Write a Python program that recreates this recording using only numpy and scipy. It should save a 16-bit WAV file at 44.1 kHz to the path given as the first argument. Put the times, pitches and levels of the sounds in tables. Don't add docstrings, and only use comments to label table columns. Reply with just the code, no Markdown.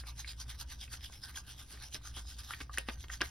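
import sys
import numpy as np
from scipy import signal
from scipy.fft import rfft, irfft
from scipy.io import wavfile
from scipy.ndimage import uniform_filter1d

SR = 44100
rng = np.random.default_rng(int(sys.argv[2]) if len(sys.argv) > 2 else 0)


def materialize(psi):
    bounded = np.clip(np.atleast_2d(psi).T, -1, 1)
    quanta = np.round(bounded * 32767).astype(np.int16)
    wavfile.write(sys.argv[1], SR, quanta)


N = 145530

# t/s of fastest motion, level/dB, half length/s, wet body trim/dB
STROKES = [(.002, -49.5, 0.012, 1.5), (0.084, -51, 0.02, 7.5), (0.198, -46, 0.022, -1),
           (.293, -47.5, 0.023, 2.5), (0.409, -45.5, 0.018, 0), (0.504, -44.5, 0.016, 2),
           (0.551, -57.5, 0.012, 5.5), (0.608, -41.5, 0.013, -1), (0.715, -48, 0.023, 0.5),
           (0.825, -47, 0.022, 0.5), (0.937, -44, 0.02, 1), (1.046, -49.5, 0.025, 5),
           (1.145, -53.5, 0.031, 1.5), (1.248, -47.5, 0.02, 2.5), (1.295, -58.5, 0.014, 16.5),
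           (1.374, -46, 0.021, 4.5), (1.501, -50.5, 0.028, 5.5), (1.602, -51, 0.026, 2.5),
           (1.721, -49, 0.031, 2), (1.839, -49, 0.031, 4.5), (1.947, -41, 0.015, -7),
           (2.066, -48.5, 0.025, 2.5), (2.177, -45.5, 0.024, 0), (2.305, -48, 0.028, 0.5),
           (2.398, -47, 0.016, 2), (2.445, -51.5, 0.015, 5.5), (2.496, -54, 0.028, 5),
           (2.525, -50.5, 0.035, 7), (2.613, -52.5, 0.019, 2.5), (2.743, -49.5, 0.016, 1.5),
           (2.793, -49.5, 0.024, -2), (2.889, -55, 0.019, 10), (2.925, -53, 0.018, 3.5),
           (3.015, -54.5, 0.024, 1.5), (3.131, -45.5, 0.021, 5), (3.248, -48, 0.023, 8)]
# t/s, level/dB, f/Hz, crack trim/dB
SNAPS = [(.182, -40, 4500, -20), (0.2018, -42, 4500, -16), (.333, -42, 3500, -22), (0.482, -48, 5000, 3),
         (0.603, -39, 5000, -20), (.711, -41, 3000, -22), (0.9387, -38, 2600, -18), (1.009, -42, 3200, -18),
         (1.346, -43, 2200, -22), (1.3735, -37, 2400, -18), (1.926, -42, 3500, -16),
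         (1.945, -29, 5000, -14), (2.172, -35, 4500, -18), (2.508, -37, 3200, -22),
         (2.5382, -32, 3200, -26), (2.605, -36, 4000, -20), (2.61, -35, 2600, -22),
         (2.7743, -28, 5600, -25), (2.7838, -18, 2800, -2), (2.7866, -33, 4500, 2), (3.006, -43, 3000, -18),
         (3.084, -41, 3200, -14), (3.2071, -27, 2700, -28), (3.2127, -18.5, 3000, -19),
         (3.2171, -16, 5200, -20)]
# t/s, level/dB, f/Hz, decay/s
POPS = [(.037, -34.5, 1333, 0.00044), (0.2458, -29.5, 2235, 0.0013), (0.878, -35, 2340, 0.00053),
        (.939, -39.5, 1370, .0025), (1.098, -42.5, 970, 0.0013), (1.373, -36.5, 1606, 0.0037),
        (1.774, -41.5, 1810, 0.0017), (2.5072, -30, 1352, 0.0025), (2.536, -23.5, 1930, 0.001),
        (2.6953, -35, 1155, 0.0023), (2.7752, -24.5, 1830, 0.0024), (3.096, -44, 1430, 0.0016),
        (3.1, -26.5, 1860, 0.0014), (3.2168, -18.5, 1620, 0.0026)]
# t/s, level/dB, decay/s
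SQUELCHES = [(1.733, -58, 0.027), (1.945, -46.5, 0.01), (1.953, -50.5, 0.007), (2.166, -48.5, 0.016),
             (2.603, -43.5, 0.0071), (2.609, -40, 0.0039), (2.781, -43.5, 0.0027), (2.885, -34, 0.0079),
             (3.039, -43.5, 0.0037), (3.208, -36, 0.011), (3.217, -39, 0.0057)]
# t/s, level/dB, f/Hz
THUDS = [(2.784, -42, 544), (2.89, -49, 273), (3.216, -51, 241)]

FIZZ_EQ = [(1000, -29), (2300, -11), (3200, 1.5), (4300, -1), (5100, 0.5), (6300, -0.5), (8000, -1.5),
           (10500, -6), (13300, -14.5), (15600, -15.5)]
BODY_EQ = [(150, -12.5), (500, -28.5), (830, 0), (1050, -2), (1300, 0.5), (1600, 3.5), (2000, 3), (2600, 0),
           (6000, -8.5)]
CRACK_EQ = [(150, -15), (2000, -4), (5000, -7), (8500, 10.5), (11000, -2.5), (13000, -6), (16000, -17)]
SQUELCH_EQ = [(60, 2.5), (150, -6.5), (270, 5), (400, -0.5), (520, -7.5), (760, -2.5), (1020, -5),
              (1700, -1.5), (3700, -7.5), (4700, -13), (14000, -44)]
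SCATTER_SEND = [(100, -23), (300, 12.5), (600, 11.5), (1700, -28), (2600, -7.5), (3500, -7), (4500, -10),
                (5200, -2), (6300, -5.5), (7300, -41), (8200, -12), (9400, -4.5), (11000, -8), (12700, -13),
                (14000, -10)]
STEEL_MODES = [(965, -7, 0.14), (1186, 0.5, 0.083), (1223, -2.5, 0.062), (1532, 9.5, 0.061),
               (1623, 1.5, 0.072), (1853, -8, 0.26), (2124, -6.5, 0.21), (2440, -26, 0.075),
               (3260, -4, 0.067), (3640, -6, 0.08), (5080, 8, 0.048)]
WALL_ECHOES = [(.0021, -62), (.0036, -41), (.0058, -24), (.0095, -25.5)]
PORT_PHASE = [(20, 0), (2000, .05), (2500, 1.1), (2800, .35), (3700, .3), (4400, 1.0), (4850, -.3),
              (5500, .5), (6200, 1.6), (7100, 3.0), (8400, 3.25), (10200, 6.1), (12000, 6.6), (13300, 9.2),
              (15200, 9.6)]
PORT_BALANCE = [(20, 1.5), (1900, -0.5), (2400, 1), (3300, -0.5), (4400, -8), (5400, 0.5), (16000, -0.5)]
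ROOM_T60 = [(200, 0.1), (1500, 0.2), (4000, 0.066), (15000, 0.063)]
ROOM_SEND = [(100, -55), (500, -1), (1700, -19.5), (3500, -7), (6000, -13), (8000, -25.5), (15000, -33)]
HUM_TONES = [(58.5, -52), (114, -64.5)]
HUM_FADER = [(0, 3), (.85, 1.5), (1.3, -14.5), (1.75, -5.5), (2.15, -0.5), (3.3, 3)]
RUMBLE_EQ = [(15, 1), (25, -4), (40, -1.5), (48, 7.5), (57, 7), (75, 10), (95, -9), (116, 3), (150, -10.5),
             (290, -15), (400, -25), (900, -30.5), (2500, -42.5), (7000, -55.5), (16000, -44)]


def scrubbing():
    envelopes = strokes()
    ridges = flutter(hz=131, depth_db=1.37)
    (dry, wet), left, right = [ridges * bristles(*envelopes) for _ in range(3)]
    send = amp(read(SCATTER_SEND, np.fft.rfftfreq(N, 1 / SR)))
    scatter = irfft(rfft([left.sum(0), right.sum(0)]) * send, N)
    return tuft_drift(dry, depth_db=4.0) + tuft_drift(wet, depth_db=5.0), scatter


def strokes(rise=0.82, fall=0.84, skirt=1.486, catch=0.72, glide_db=-3, drag_db=-72):
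    t = np.arange(0, N, 16) / SR
    fizz = body = 0
    for s, db, half, wet_db in STROKES:
        width = half * np.where(t < s, rise, fall)
        swell = np.exp(-(abs(t - s) / width) ** skirt / 2)
        swell *= amp(glide_db * (t < s - catch * half))
        fizz += (amp(db) * swell) ** 2
        body += (amp(db + wet_db) * swell) ** 2
    return [np.interp(np.arange(N) / SR, t, np.sqrt(power + amp(drag_db) ** 2))
            for power in (fizz, body)]


def bristles(fizz, body):
    dry = amp(-3.0) * fizz * colour(clicks(per_s=10000, spread_db=4), FIZZ_EQ)
    wet = amp(-11.5) * body * colour(clicks(per_s=3500, spread_db=1.5), BODY_EQ)
    return np.array([dry, wet])


def tuft_drift(x, depth_db, bands=4, frames=36):
    spectra = signal.stft(x, nperseg=256, noverlap=192)[2]
    patches = uniform_filter1d(rng.standard_normal(spectra.shape), bands, axis=0)
    patches = uniform_filter1d(patches, frames, axis=1)
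    return signal.istft(spectra * amp(depth_db * unit(patches)), nperseg=256, noverlap=192)[1][:N]


def snaps(cycles=1.83, crack_s=0.00069):
    t = np.arange(SR // 100) / SR
    slaps, cracks = np.zeros((2, N))
    for s, db, hz, crack_db in SNAPS:
        add(slaps, s, amp(db) * np.exp(-t * hz / cycles) * np.sin(2 * np.pi * hz * t))
        add(cracks, s, amp(db + crack_db) * np.exp(-t / crack_s) * rng.choice([-1, 1], len(t)))
    return slaps, colour(cracks, CRACK_EQ)


def lather(rise_per_s=5, pop_attack_s=0.00048, splash_s=0.0036, splash_hz=520, squeeze_attack_s=0.0027):
    t = np.arange(SR // 10) / SR
    pops, squeeze = np.zeros((2, N))
    lowpass = signal.butter(2, splash_hz, fs=SR)
    for s, db, hz, decay in POPS:
        phase = 2 * np.pi * hz * t * (1 + rise_per_s * t / 2)
        ring = np.exp(-t / decay) * np.sin(phase)
        a, b = signal.lfilter(*lowpass, rng.standard_normal((2, len(t))))
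        spray = unit(a * np.cos(phase) + b * np.sin(phase))
        splash = 0.25 * np.exp(-t / splash_s) * spray
        add(pops, s, amp(db) * (1 - np.exp(-t / pop_attack_s)) * (ring + splash))
    for s, db, decay in SQUELCHES:
        add(squeeze, s, amp(db) * (1 - np.exp(-t / squeeze_attack_s)) * np.exp(-t / decay))
    squelch = colour(squeeze * clicks(per_s=7400, spread_db=4.5), SQUELCH_EQ)
    return amp(-1.24) * pops + amp(3.5) * squelch


def thuds(attack_s=0.00085, decay_s=0.0044):
    t, out = np.arange(SR // 10) / SR, np.zeros(N)
    envelope = (1 - np.exp(-t / attack_s)) * np.exp(-t / decay_s)
    for s, db, hz in THUDS:
        add(out, s, amp(db) * envelope * np.sin(2 * np.pi * hz * t))
    return out


def foam(sizes=12, per_s=100, low_hz=750, high_hz=3020, level_db=-77):
    t, out = np.arange(SR // 80) / SR, np.zeros(N)
    for hz in np.geomspace(low_hz, high_hz, sizes):
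        ticks = (rng.random(N) < per_s / sizes / SR) * amp(rng.uniform(-27, 0, N))
        ring = np.exp(-t * hz) * np.sin(2 * np.pi * hz * t)
        out += signal.oaconvolve(ticks, ring)[:N]
    return amp(level_db) * unit(out)


def basin(x, ring_db=-50):
    t = np.arange(SR // 4) / SR
    response = amp(ring_db) * sum(amp(db - 60 * t / t60) * np.cos(2 * np.pi * hz * t)
                                  for hz, db, t60 in STEEL_MODES)
    response[0] += 1
    for s, db in WALL_ECHOES:
        add(response, s, amp(db) * np.array([1, 2, 1]) / 4)
    return signal.oaconvolve(x, response)[:N]


def ports(x, bearing=1):
    hz = np.fft.rfftfreq(2 * N, 1 / SR)
    side = bearing * np.array([[.5], [-.5]])
    pan = amp(side * read(PORT_BALANCE, hz)) * np.exp(1j * side * read(PORT_PHASE, hz))
    return irfft(rfft(x, 2 * N) * pan)[:, :N]


def room(x, predelay_s=0.00122, size=16384):
    noise = rng.standard_normal((2, size)) * (np.arange(size) > predelay_s * SR)
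    hz, t, spectra = signal.stft(noise, SR, nperseg=256)
    decay = amp(-60 * t / read(ROOM_T60, hz)[:, None])
    tail = signal.istft(spectra * decay, SR, nperseg=256)[1]
    send = amp(read(ROOM_SEND, np.fft.rfftfreq(tail.shape[1], 1 / SR)))
    tail = irfft(rfft(tail / np.linalg.norm(tail[0])) * send)
    return signal.fftconvolve(x[None], tail[:, :size * 3 // 4], axes=1)[:, :N]


def appliance(rumble_db=-53, mono_below_hz=250):
    t, hz = np.arange(N) / SR, np.fft.rfftfreq(N, 1 / SR)
    mid, side = rfft(rng.standard_normal((2, N))) * amp(read(RUMBLE_EQ, hz))
    side *= 0.89 * hz ** 2 / (hz ** 2 + mono_below_hz ** 2)
    rumble = amp(rumble_db) * unit(irfft([mid + side, mid - side], N))
    hum = sum(amp(db) * np.sqrt(2) * np.sin(2 * np.pi * (f * t + rng.random())) for f, db in HUM_TONES)
    return rumble + hum * amp(np.interp(t, *np.transpose(HUM_FADER)))


def clicks(per_s, spread_db):
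    size = amp(spread_db * np.minimum(rng.exponential(1, N), 4.5))
    return unit(size * rng.choice([-1, 1], N) * (rng.random(N) < per_s / SR))


def flutter(hz, depth_db):
    rolloff = 1 + (np.fft.rfftfreq(N, 1 / SR) / hz) ** 4
    wander = irfft(rfft(rng.standard_normal(N)) / rolloff, N)
    return amp(depth_db * unit(wander))


def colour(x, eq, size=4096):
    log_gain = np.log(amp(read(eq, abs(np.fft.fftfreq(size, 1 / SR)))))
    response = np.exp(np.conj(signal.hilbert(log_gain)))
    kernel = np.fft.ifft(response).real[:size // 2]
    return signal.oaconvolve(x, kernel / np.linalg.norm(kernel))[:len(x)]


def amp(db):
    return 10 ** (np.asarray(db) / 20)


def unit(x):
    return x / np.sqrt(np.mean(x ** 2) + 1e-20)


def read(curve, hz):
    f, value = np.transpose(curve)
    return np.interp(np.log(hz + 1), np.log(f + 1), value)


def add(mix, s, sound):
    part = mix[max(round(s * SR), 0):][:len(sound)]
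    part += sound[:len(part)]


def scene():
    brush, scatter = scrubbing()
    slaps, cracks = snaps()
    close = basin(brush + lather() + slaps + thuds() + foam())
    return ports(close) + ports(cracks, bearing=0.86) + scatter + room(close + cracks) + appliance()


def record(dry, cutoff_hz=16600):
    lowpass = signal.firwin(511, cutoff_hz, window=("kaiser", 9), fs=SR)
    return signal.oaconvolve(dry, lowpass[None], "same")


dry = scene()
out = record(dry)
materialize(out)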